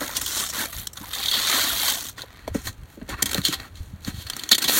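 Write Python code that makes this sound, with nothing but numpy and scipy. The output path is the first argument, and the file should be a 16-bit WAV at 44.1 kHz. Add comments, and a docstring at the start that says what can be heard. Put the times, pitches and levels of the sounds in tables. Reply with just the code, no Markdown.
"""Wrapping paper is ripped off a cardboard gift box outdoors: short tugs, one long rip, handling, more tears.
Fracture of the fibres in dense bursts excites the resonances of the sheet; creases snap and panels buckle.
Hands knock the hollow box and excite its modes; low-passed noise makes lumps of moving air rumble,
over a quiet open-air hush. The random drifts move in the first half and hold their last value in the second."""
import sys
import numpy as np
from scipy import signal
from scipy.fft import rfft, irfft
from scipy.io import wavfile
from scipy.ndimage import uniform_filter1d

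SR = 44100
rng = np.random.default_rng(int(sys.argv[2]) if len(sys.argv) > 2 else 0)


def generate_wav(signal):
    """Clip the signal to [-1, 1] and save it as 16-bit WAV at the path in sys.argv[1]."""
    frames = np.transpose(np.atleast_2d(signal))
    scaled = np.clip(frames, -1, 1) * 32767
    pcm = np.round(scaled).astype(np.int16)
    wavfile.write(sys.argv[1], SR, pcm)


N = 211591
TIME = np.arange(N) / SR


def amp(db):
    """Decibel law: level [dB] to amplitude gain."""
    return 10 ** (np.asarray(db) / 20)


def evened(x):
    """Normalisation of energy: scales to rms 1."""
    return x / np.sqrt(np.mean(x ** 2) + 1e-20)


def read(points, hz):
    """Spectral envelope [dB], interpolated on a log-frequency axis."""
    f, db = np.transpose(points)
    return np.interp(np.log(hz + 1), np.log(f + 1), db)


def add(mix, s, sound):
    """Superposition: mixes a sound in at time s [s]."""
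    part = mix[..., max(round(s * SR), 0):][..., :sound.shape[-1]]
    part += sound[..., :part.shape[-1]]


def noise(colour):
    """Spectral shaping: white noise filtered to a given spectrum, rms 1."""
    spectrum = rfft(rng.standard_normal(N))
    return evened(irfft(spectrum * amp(read(colour, np.fft.rfftfreq(N, 1 / SR))), N))


def drift(pace):
    """Low-passed chance, rms 1, at half amplitude by 4 * pace [Hz]; its second half holds one value."""
    f = np.arange(N // 32 + 2) * SR / (2 * N)  # a quarter of the true frequency
    spectrum = rfft(rng.standard_normal(2 * len(f) - 2))
    slow = irfft(spectrum / (1 + (f / pace) ** 4))
    # one slow value per 8 samples lasts to mid-scene; interpolation then repeats the last one
    return evened(np.interp(np.arange(N) / 8, np.arange(len(slow)), slow))


def steadied(x, seconds):
    """Automatic gain: keeps the quick texture of x but holds its rms near 1 over longer stretches."""
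    size = max(int(seconds * SR), 1)
    power = uniform_filter1d(uniform_filter1d(x ** 2, size), size)
    return x / np.sqrt(abs(power) + 1e-12)


# spectrum of the open-air hush: (frequency [Hz], relative density [dB per Hz])
HUSH_COLOUR = [(20, -28), (50, -6.5), (100, 0.5), (220, -11), (600, -17.5), (1500, -19.5), (4000, -31),
               (5200, -47), (15500, -40)]


def hush(level_db=-51.5):
    """Stationary random noise: the quiet open-air background."""
    return amp(level_db) * noise(HUSH_COLOUR)


# spectrum of moving air: (frequency [Hz], relative density [dB per Hz])
AIR_SPECTRUM = [(15, -40), (30, -6), (48, 2.5), (75, 3.5), (110, -3.5), (170, -18.5), (300, -25.5),
                (800, -69)]
# puffs of air pushed past the microphone: (time [s], level before the common gain [dB], half length [s])
AIR_PUFFS = [(0.23, -41.5, 0.026), (0.787, -37.5, 0.037), (1.74, -40, 0.029), (2.542, -34.5, 0.084),
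             (2.68, -31, 0.034), (2.817, -35, 0.038), (3.04, -35.5, .02), (3.136, -28.5, 0.022),
             (3.32, -37, 0.14), (3.595, -36.5, .035), (3.853, -38.5, 0.15), (4.128, -38, .08),
             (4.263, -33.5, .015), (4.335, -40.5, 0.017), (4.705, -43, .04)]


def air(gain_db=-1.0, lump_db=2.5, lump_pace=14, breeze_db=-48, fade_db_per_s=1.3):
    """Turbulence noise: powers add for a dying light breeze and puffs from the moving arms and paper."""
    power = amp(breeze_db - fade_db_per_s * TIME) ** 2
    for s, db, half_length in AIR_PUFFS:
        power = power + (amp(db) / (1 + ((TIME - s) / half_length) ** 4)) ** 2
    lumps = amp(gain_db + lump_db * drift(lump_pace))
    return np.sqrt(power) * lumps * steadied(noise(AIR_SPECTRUM), 0.032)


def yard(x, t60=0.093, wet_db=-23):
    """Diffuse scattering: a faint, short, dull decay [s per 60 dB] from the ground and things nearby."""
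    t = TIME[:SR // 3]
    tail = rng.standard_normal(len(t)) * amp(-60 * t / t60) * (t > .008)
    tail = signal.lfilter([1], [1, -.5], tail)  # dulls the treble
    return x + amp(wet_db) * signal.oaconvolve(x, tail / np.linalg.norm(tail))[:N]


# hands and paper bump the box: (time [s], peak level [dB], centre of the blow, low = soft [Hz], ring time [s])
BOX_KNOCKS = [(0.012, -22, 380, 0.18), (1.005, -31.5, 220, 0.095), (2.235, -31, 410, 0.04),
              (2.477, -18, 417, 0.035), (2.507, -26, 85, .06), (2.548, -13, 275, .062),
              (2.973, -31.5, 290, 0.095), (3.014, -26, 267, 0.083), (3.089, -26.5, 385, 0.08),
              (3.128, -30, 125, .05), (3.228, -26.5, 225, .14), (3.347, -20.5, 356, 0.075),
              (3.38, -17.5, 195, 0.061), (3.484, -20, 224, 0.09), (3.805, -25, 89, .025),
              (3.929, -25, 127, 0.093), (4.075, -19, 165, 0.03), (4.135, -27.5, 123, 0.11),
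              (4.176, -29, 105, .08), (4.514, -23, 423, 0.069), (4.643, -32, 200, .088),
              (4.691, -31, 517, .08)]
# modes of the cardboard box: (frequency before detuning [Hz], level [dB], ring time [share of the blow's])
BOX_MODES = [(80.3, 3, 2), (110, 2, 1.14), (150, -1.5, 1.2), (199, 0, 1.1), (269.3, 1, 1.12),
             (314, 2.5, 0.94), (400.5, -7.5, 1.4), (481, -1, 0.95), (607, 6.5, 0.79), (745, 2.5, 0.62),
             (984, 14, 0.62)]


def box(attack=0.00088, blow_octaves=0.66, detune=(0.846, 1.06)):
    """Modal excitation: a blow wakes the box modes near its centre frequency; the grip detunes them."""
    out, t = np.zeros(N), TIME[:SR // 4]
    for s, peak_db, blow_hz, t60 in BOX_KNOCKS:
        ring = np.zeros(len(t))
        for k, (f, db, share) in enumerate(BOX_MODES):
            woken = np.exp(-.5 * (np.log2(f / blow_hz) / blow_octaves) ** 2)
            decay = amp(db - 60 * t / (t60 * share))
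            ring += decay * woken * (-1) ** k * np.sin(2 * np.pi * f * rng.uniform(*detune) * t)
        ring = ring * (1 - np.exp(-t / attack))
        add(out, s, amp(peak_db) * ring / abs(ring).max())
    return out


# the long rip down the side of the box:
# (time [s], rasp drive level [dB], then re rasp: flap body [dB], hiss [dB], fizz [dB])
LONG_PULL = [(0.96, -54, 3, 1, 6.5), (1.11, -45, -0.5, -4, 1), (1.18, -34.5, -2.5, -5, -3.5),
             (1.305, -33, -7.5, -5.5, -2.5), (1.34, -22, -10, -12, -11), (1.44, -27.5, -6.5, -4.5, -7.5),
             (1.55, -24.5, -1, -3.5, -4), (1.77, -29.5, -7, -5, -1), (1.9, -25.5, -5, -2.5, -1.5),
             (1.97, -38, -1.5, 1.5, 1.5), (2.091, -42.5, -5.5, 1.5, 1.5)]
# shorter tugs, tears and slides of the hand: (start [s], hardest [s], end [s], rasp drive level at hardest [dB],
# then re rasp: flap body [dB], hiss [dB], fizz [dB])
SHORT_PULLS = [(0.0, 0.006, 0.18, -39.5, 5.5, 0.5, 3), (0.151, 0.178, 0.19, -30.5, -6, 1, -8),
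               (0.212, 0.307, 0.32, -38, -0.5, 6, 2.5), (0.314, 0.386, 0.47, -30.5, -3, 3, -2),
               (0.487, 0.5, 0.51, -37, -2.5, 6, 2), (0.533, 0.609, 0.66, -31.5, 2, 0, 0),
               (0.674, 0.79, 0.85, -42.5, -3.5, -4.5, 5), (2.175, 2.193, 2.23, -41, -0.5, -5, -10),
               (2.25, 2.375, 2.52, -56.5, 6, -8, -9), (2.538, 2.56, 2.626, -47.5, 3, 2, -3),
               (2.641, 2.66, 2.694, -41.5, -0.5, 2.5, 1), (2.88, 2.945, 2.96, -61, 4, 0, 3),
               (3.089, 3.103, 3.144, -39, 6, -5, -10), (3.17, 3.192, 3.28, -47.5, 8.5, -6, -7),
               (3.26, 3.282, 3.38, -44, 5, -2, -2), (3.34, 3.35, 3.402, -37, 3.5, -2.5, 0.5),
               (3.439, 3.463, 3.502, -26.5, -9, -4, -9), (3.509, 3.537, 3.553, -30, -3.5, -7.5, -10),
               (3.572, 3.605, 3.675, -48, 6, -5, -5.5), (3.755, 3.775, 3.8, -50, -4.5, -2, -8),
               (3.8, 3.83, 3.92, -60.5, -5, 1, 0), (4.026, 4.064, 4.14, -48, -3, -2, -4),
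               (4.066, 4.081, 4.1, -38, 3, -1, -4), (4.145, 4.224, 4.24, -41, -6.5, -5, -6),
               (4.255, 4.42, 4.51, -44.5, 1.5, -4, -5), (4.515, 4.53, 4.53, -22.5, -4, -8.5, -4.5),
               (4.603, 4.655, 4.63, -32.5, 1, -9, -5), (4.68, 4.694, 4.81, -24.5, -5, -3.5, 1),
               (4.729, 4.786, 4.86, -26.5, 0, 4, 6.5)]
# the held sheet never quite stops rustling: drive levels of (body [dB], rasp [dB], hiss [dB], fizz [dB])
RESTING_LEVELS = [-65, -67.5, -68, -69]


def pull(grip_s=0.0065, release_s=0.016, swell_db=7):
    """Energy summation: the pulls of the hands add in power to give four register levels [dB]."""
    t = TIME[::32]

    def held(start, end, level_db, body_db, hiss_db, fizz_db):
        """Exponential onset and release: power of the four registers during one pull."""
        grip = np.exp(-np.maximum(start - t, 0) / grip_s - np.maximum(t - end, 0) / release_s)
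        return np.array([(grip * amp(level_db + db)) ** 2 for db in (body_db, 0, hiss_db, fizz_db)])

    s, *columns = np.transpose(LONG_PULL)
    long_rip = held(s[0], s[-1], *(np.interp(t, s, column) for column in columns))
    power = amp(RESTING_LEVELS)[:, None] ** 2 + long_rip
    for start, hardest, end, level_db, *colour in SHORT_PULLS:
        # swells to its hardest moment, then eases
        below_hardest = swell_db * np.interp(t, [start, hardest, end], [1, 0, 1])
        power = power + held(start, end, level_db - below_hardest, *colour)
    return np.array([np.interp(TIME, t, db) for db in 10 * np.log10(power)])


def peeled(body, lift_db=-5.0, corner_hz=420, ease_s=0.25):
    """Loss of coupling: while the long rip holds the flap clear of the box, it loses the box's boom."""
    start, end = LONG_PULL[0][0], LONG_PULL[-1][0]
    lifted = np.clip(np.minimum(TIME - start, end - TIME) / ease_s, 0, 1)
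    boom = signal.sosfiltfilt(signal.butter(2, corner_hz, fs=SR, output="sos"), body)
    return body + (amp(lift_db * lifted) - 1) * boom


def fibres(per_s, spread_db, bed):
    """Shot noise: clicks of breaking fibres, a few of them large, over a bed of rubbing."""
    size = amp(spread_db * np.minimum(rng.exponential(1, N), 3))
    clicks = size * rng.choice([-1, 1], N) * (rng.random(N) < per_s / SR)
    return evened(clicks) + bed * rng.standard_normal(N)


def tearing(levels, slip_pace=170, slip_db=3.0, catch_pace=50, catch_db=2.0, own_db=1.0, smooth_above_db=-39):
    """Stick-slip fracture: the tear front catches and slips, so fibres break in clumps; four drives."""
    # in a fast, loud rip the breaks run together; slow handling crackles more
    fast = np.tanh((levels[1] - smooth_above_db) / 9)
    unevenness_db = slip_db * drift(slip_pace) + catch_db * drift(catch_pace)
    clumps = amp((1 - 0.49 * fast) * unevenness_db)
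    breaks = steadied(fibres(per_s=8000, spread_db=3.2, bed=.8 + .5 * fast) * clumps, .025)
    return np.array([breaks * amp(db + own_db * drift(catch_pace)) for db in levels])


# sudden short rips and crease snaps: (time [s], rasp drive level [dB], then re rasp: flap body [dB],
# treble before its split [dB]; rise [s], nominal length [s])
CREASE_SNAPS = [(0.167, -18.5, -23, -4, 0.0012, .007), (0.2122, -29, -1, 3, .002, .011),
                (0.261, -22.5, -18, -3, 0.0024, 0.0066), (0.2774, -28, -11, -4, .002, 0.0071),
                (0.729, -39, 7, 2.5, .0005, 0.0069), (0.7425, -44, 3, 1, .0017, .0047),
                (0.765, -36, -13, 2, .002, 0.0029), (0.7828, -38.5, -7, 6, .003, .004),
                (0.7966, -42.5, 1, 8, .0013, 0.0047), (0.8692, -25, -13, 0, 0.0032, 0.0051),
                (0.9305, -50, 2, 12, .003, .008), (0.9675, -36, -4, -4, .006, 0.012),
                (1.1325, -28.5, -9.5, -5.5, 0.00092, 0.014), (1.147, -29, -24, -2.5, 0.0066, 0.0075),
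                (1.227, -25, -19, -13, .002, 0.019), (1.2577, -19, -20, -12, 0.0011, 0.0041),
                (1.2832, -17.5, -22, -13, .0005, 0.0063), (1.313, -15.5, -27, -13, .001, .006),
                (1.492, -23.5, 0, -6, .007, 0.013), (1.879, -22, -3.5, -3, 0.0057, 0.012),
                (2.1804, -34.5, -1, -11, 0.00082, 0.0074), (2.2186, -30.5, -13, -8, .001, 0.004),
                (2.4758, -39, 10.5, -2, 0.0022, 0.0089), (2.543, -41, 8, 1, .004, 0.02),
                (2.67, -32, 3.5, -0.5, 0.00076, 0.014), (3.014, -51, 11.5, -17, .001, 0.0078),
                (3.09, -36.5, -11, -1.5, 0.0012, .013), (3.2209, -20, 0.5, 5.5, 0.0063, .0095),
                (3.2565, -24, -5, -1, 0.0016, .011), (3.289, -35, 3, 0, 0.0054, 0.012),
                (3.309, -27.5, -3, -0.5, .007, 0.012), (3.3306, -26, 0.5, 1, 0.0019, 0.0046),
                (3.3452, -10.5, -24, -8, 0.00079, .002), (3.3787, -28, 3.5, -3, 0.0028, 0.0065),
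                (3.4144, -27.5, -10, -11, .004, 0.0046), (3.4495, -16, -18.5, -7.5, 0.0013, .012),
                (3.4814, -19.5, -16, -6, 0.0034, 0.0048), (3.523, -23, -6, -6.5, 0.0053, 0.012),
                (3.5382, -26.5, -9, -4, 0.0027, 0.0081), (3.597, -32, 1.5, -13, 0.0046, .006),
                (3.7543, -43, -14, -7, .002, .0045), (4.046, -29, -12, -9.5, 0.0031, 0.0044),
                (4.265, -29.5, -12, -13, .004, .011), (4.299, -22, -6.5, -4, 0.00092, 0.0046),
                (4.333, -23.5, -13, -15, .002, 0.0038), (4.3653, -32.5, 2, 5, .001, 0.0035),
                (4.3928, -26, -20, -7.5, .0025, 0.0055), (4.4349, -25, -9, -6.5, .0017, 0.0052),
                (4.4895, -23, -14, -2, .003, .0045), (4.5125, -7.5, -12.5, -6, 0.0058, 0.01),
                (4.527, -8, -20, -16, 0.0019, 0.008), (4.543, -19.5, -10, -4, 0.0086, 0.014),
                (4.5795, -20, -6, -2, .004, 0.0099), (4.617, -19.5, -10, -5, 0.0075, .016),
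                (4.64, -20.5, -5.5, -6.5, 0.0014, 0.019), (4.677, -17.5, -8, -7, 0.0082, 0.014),
                (4.6943, -16, 3.5, -16, 0.0034, 0.0038)]


def snapping(own_db=0.77, own_pace=150, crack=5.0, crack_rise=0.0014, fold_echo=0.46, fold_s=.0005,
             hiss_db=1, fizz_db=-0.5):
    """Avalanche fracture: each snap is a burst of fibres that swells and dies within milliseconds."""
    drives = np.zeros((4, N))
    breaks = steadied(fibres(per_s=9800, spread_db=5.0, bed=0.62), 0.0018)
    t = TIME[:SR // 10]
    fold_distances = rng.uniform(.4, 1.6, len(CREASE_SNAPS))
    for (s, level_db, body_db, treble_db, rise, length), far in zip(CREASE_SNAPS, fold_distances):
        decay = max(length - rise, .0005)
        burst = np.minimum(t / rise, 1) * np.exp(-np.maximum(t - rise, 0) / decay)
        burst = burst * np.roll(breaks, -round(s * SR))[:len(t)]
        # an abrupt snap opens with one clean crack as the crease buckles
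        burst[min(int(rise * SR / 2), len(t) - 1)] += crack * np.exp(-rise / crack_rise)
        # the wave turns back at the nearest fold, which gives each snap its own colour
        echo = np.pad(burst, (int(far * fold_s * SR), 0))[:len(t)]
        burst = (burst - fold_echo * echo) / np.hypot(1, fold_echo)
        registers_db = level_db + np.array([body_db, 0, treble_db + hiss_db, treble_db + fizz_db])
        add(drives, s, amp(registers_db)[:, None] * burst)
    return np.array([drive * amp(own_db * drift(own_pace)) for drive in drives])


def crinkling(levels, crinkle_db=-3., spread_db=3., swell_s=.0014, own_db=3.0, slack_db=4.0, count=170):
    """Random yielding: small creases give way about as loud as the pull; more so in slack paper."""
    drives, t = np.zeros((4, N)), TIME[:SR // 40]
    levels = levels - slack_db * evened(levels[1] - levels[1].mean())
    swell = t / swell_s * np.exp(1 - t / swell_s)
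    for k, (when, size, *colour) in enumerate(rng.uniform(0, 1, (count, 6))):
        at = int((k + when) / count * (N - 1))  # one at random in each of count equal slots
        db = levels[:, at] + crinkle_db - spread_db * np.log(max(size, .08))
        db = db + own_db * (2 * np.array(colour) - 1)
        add(drives, at / SR, amp(db)[:, None] * swell * rng.standard_normal(len(t)))
    return drives


# the flap buckles outright in a cluster of hollow pops:
# (time [s], level of each pop before its envelope [dB], central pitch [Hz], length [s])
BUCKLE_CLUSTERS = [(0.01, -23, 1410, .028), (1.034, -36, 996, 0.015), (3.104, -28, 1500, .03),
                   (3.133, -24, 1750, .016), (3.19, -29, 1500, .026), (3.527, -26, 1540, .014),
                   (3.644, -34.5, 1300, 0.015)]


def buckling(body_db, pop_db=-4.5, spread_db=3.0, cycles=11.7, low_hz=620, high_hz=2200,
             scatter=0.248, cluster_cycles=3.36, count=420):
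    """Snap-through instability: small panels flip and ring briefly, as hard as the flap is being flexed."""
    out, t = np.zeros(N), TIME[:SR // 20]

    def pop(start, db, hz, cycles):
        """Damped oscillation: one panel flips and rings, its decay set in cycles per factor e."""
        envelope = np.exp(-hz * t / cycles) * (1 - np.exp(-hz * t))
        add(out, start, amp(db) * np.sin(2 * np.pi * hz * t) * envelope)

    for when, pitch, size in rng.random((count, 3)):
        db = body_db[int(when * N)] + pop_db - spread_db * np.log(max(size, .05))
        pop(when * N / SR, db, low_hz * (high_hz / low_hz) ** np.sqrt(pitch), cycles)
    for s, db, hz, length in BUCKLE_CLUSTERS:
        for k, detune in enumerate(rng.standard_normal(size=9)):
            pop(s + length * k / 9, db, hz * np.exp(scatter * detune), cluster_cycles)
    return out


# resonances of the sheet lying on the box: (frequency [Hz], width [Hz], boost [dB])
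SHEET_MODES = [(265, 165, 8.5), (1170, 120, 1.5), (1510, 160, 2.5), (1860, 270, 5), (3240, 400, 5),
               (3650, 190, 4), (4046, 570, 4), (4420, 370, 2), (6490, 1400, 4.5), (8240, 510, 0.5)]
# the four registers of the paper, low to high: (frequency [Hz], relative density [dB per Hz])
BODY_COLOUR = [(40, -39), (130, -8), (220, -4), (320, -2.5), (600, -1.5), (1100, 1.5), (2000, .5),
               (2750, -7.5), (3400, -59), (6000, -57)]
RASP_COLOUR = [(800, -36), (2100, -12.5), (2750, -2), (3100, 6), (4500, 6), (5100, -8.5), (5900, -42),
               (10000, -58)]
HISS_COLOUR = [(2000, -79), (4400, -21.5), (5400, -0.5), (7500, -0.5), (9200, -3), (10300, -12.5),
               (14000, -22)]
FIZZ_COLOUR = [(5000, -55), (8600, -11), (9700, -3.5), (10500, -3), (11500, 2.5), (13000, 2.5),
               (15800, -.5)]


def sheet_rings():
    """Minimum-phase impulse response of the sheet, split in four registers of energy 1 that stay in phase."""
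    hz = abs(np.fft.fftfreq(2048, 1 / SR))
    modes_db = sum(boost / (1 + (2 * (hz - f) / width) ** 2) for f, width, boost in SHEET_MODES)
    registers = (BODY_COLOUR, RASP_COLOUR, HISS_COLOUR, FIZZ_COLOUR)
    gains = np.array([amp(read(register, hz) + modes_db) for register in registers])
    causal_phase = -signal.hilbert(np.log(gains.sum(0))).imag
    rings = np.fft.fftshift(np.fft.ifft(gains * np.exp(1j * causal_phase)).real, axes=1)
    return rings / np.linalg.norm(rings, axis=1, keepdims=True)


def panels(x, swing_db=2.0, swing_pace=22, count=11):
    """Band-wise modulation: panels between the creases, each with its own pitch, tighten and slacken."""
    octave = np.log2(np.fft.rfftfreq(N, 1 / SR) + 1)
    centres, spectrum = np.linspace(np.log2(300), np.log2(2600), count), rfft(x)
    out = np.zeros(N)
    for one in np.eye(count):
        band = irfft(spectrum * np.interp(octave, centres, one), N)
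        out += band * evened(amp(swing_db * np.clip(drift(swing_pace), -2, 2)))
    return out


def flap_echoes(x, share, longest, move_pace, count):
    """Comb interference: close reflections between flap, box and ground vary as the sheet bends."""
    delays = longest * (np.arange(count) + rng.uniform(.3, 1, count)) / count
    echoes = sum(np.pad(x, (int(d * SR), 0))[:N] * drift(move_pace) for d in delays) / np.sqrt(count)
    return (x + share * echoes) / np.sqrt(1 + share ** 2)


def paper(flex_db=-1.):
    """Source-filter principle: tears, snaps and crinkles ring the sheet's flex, rasp, hiss and fizz."""
    levels = pull()
    drives = tearing(levels) + snapping() + crinkling(levels)
    body, rasp, hiss, fizz = signal.oaconvolve(drives, sheet_rings(), "same", axes=1)
    flex = amp(flex_db) * panels(peeled(body))
    sheet = flex + buckling(levels[0]) + rasp + hiss + fizz
    return flap_echoes(sheet, share=0.44, longest=.004, move_pace=13.0, count=14)


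def scene(width_db=-17, memory_s=0.026):
    """Mid-side stereo: all sits in the middle; only the treble of sudden attacks has a trace of width."""
    mid = yard(paper() + box()) + air() + hush()
    treble = signal.sosfilt(signal.butter(8, 4500, "high", fs=SR, output="sos"), mid)
    power = abs(uniform_filter1d(treble ** 2, size=400)) + 1e-14
    step = 1 / (memory_s * SR)
    remembered = abs(signal.lfilter([step], [1, step - 1], power))
    # opens once the treble exceeds about its recent rms
    sudden = np.clip(1 - amp(6) / 2 * np.sqrt(remembered / power), 0, 1)
    delayed = np.pad(treble, (SR // 700, 0))[:N]
    side = amp(width_db) * uniform_filter1d(sudden, size=100) * delayed
    return np.array([mid + side, mid - side])


def record(dry, edge_hz=15950):
    """Band limitation: full-scale ceiling, then a linear-phase low-pass."""
    low_pass = signal.firwin(801, edge_hz, window=("kaiser", 8), fs=SR)
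    return signal.oaconvolve(np.clip(dry, -1, 1), low_pass[None], "same", axes=1)


dry = scene()
out = record(dry)
generate_wav(out)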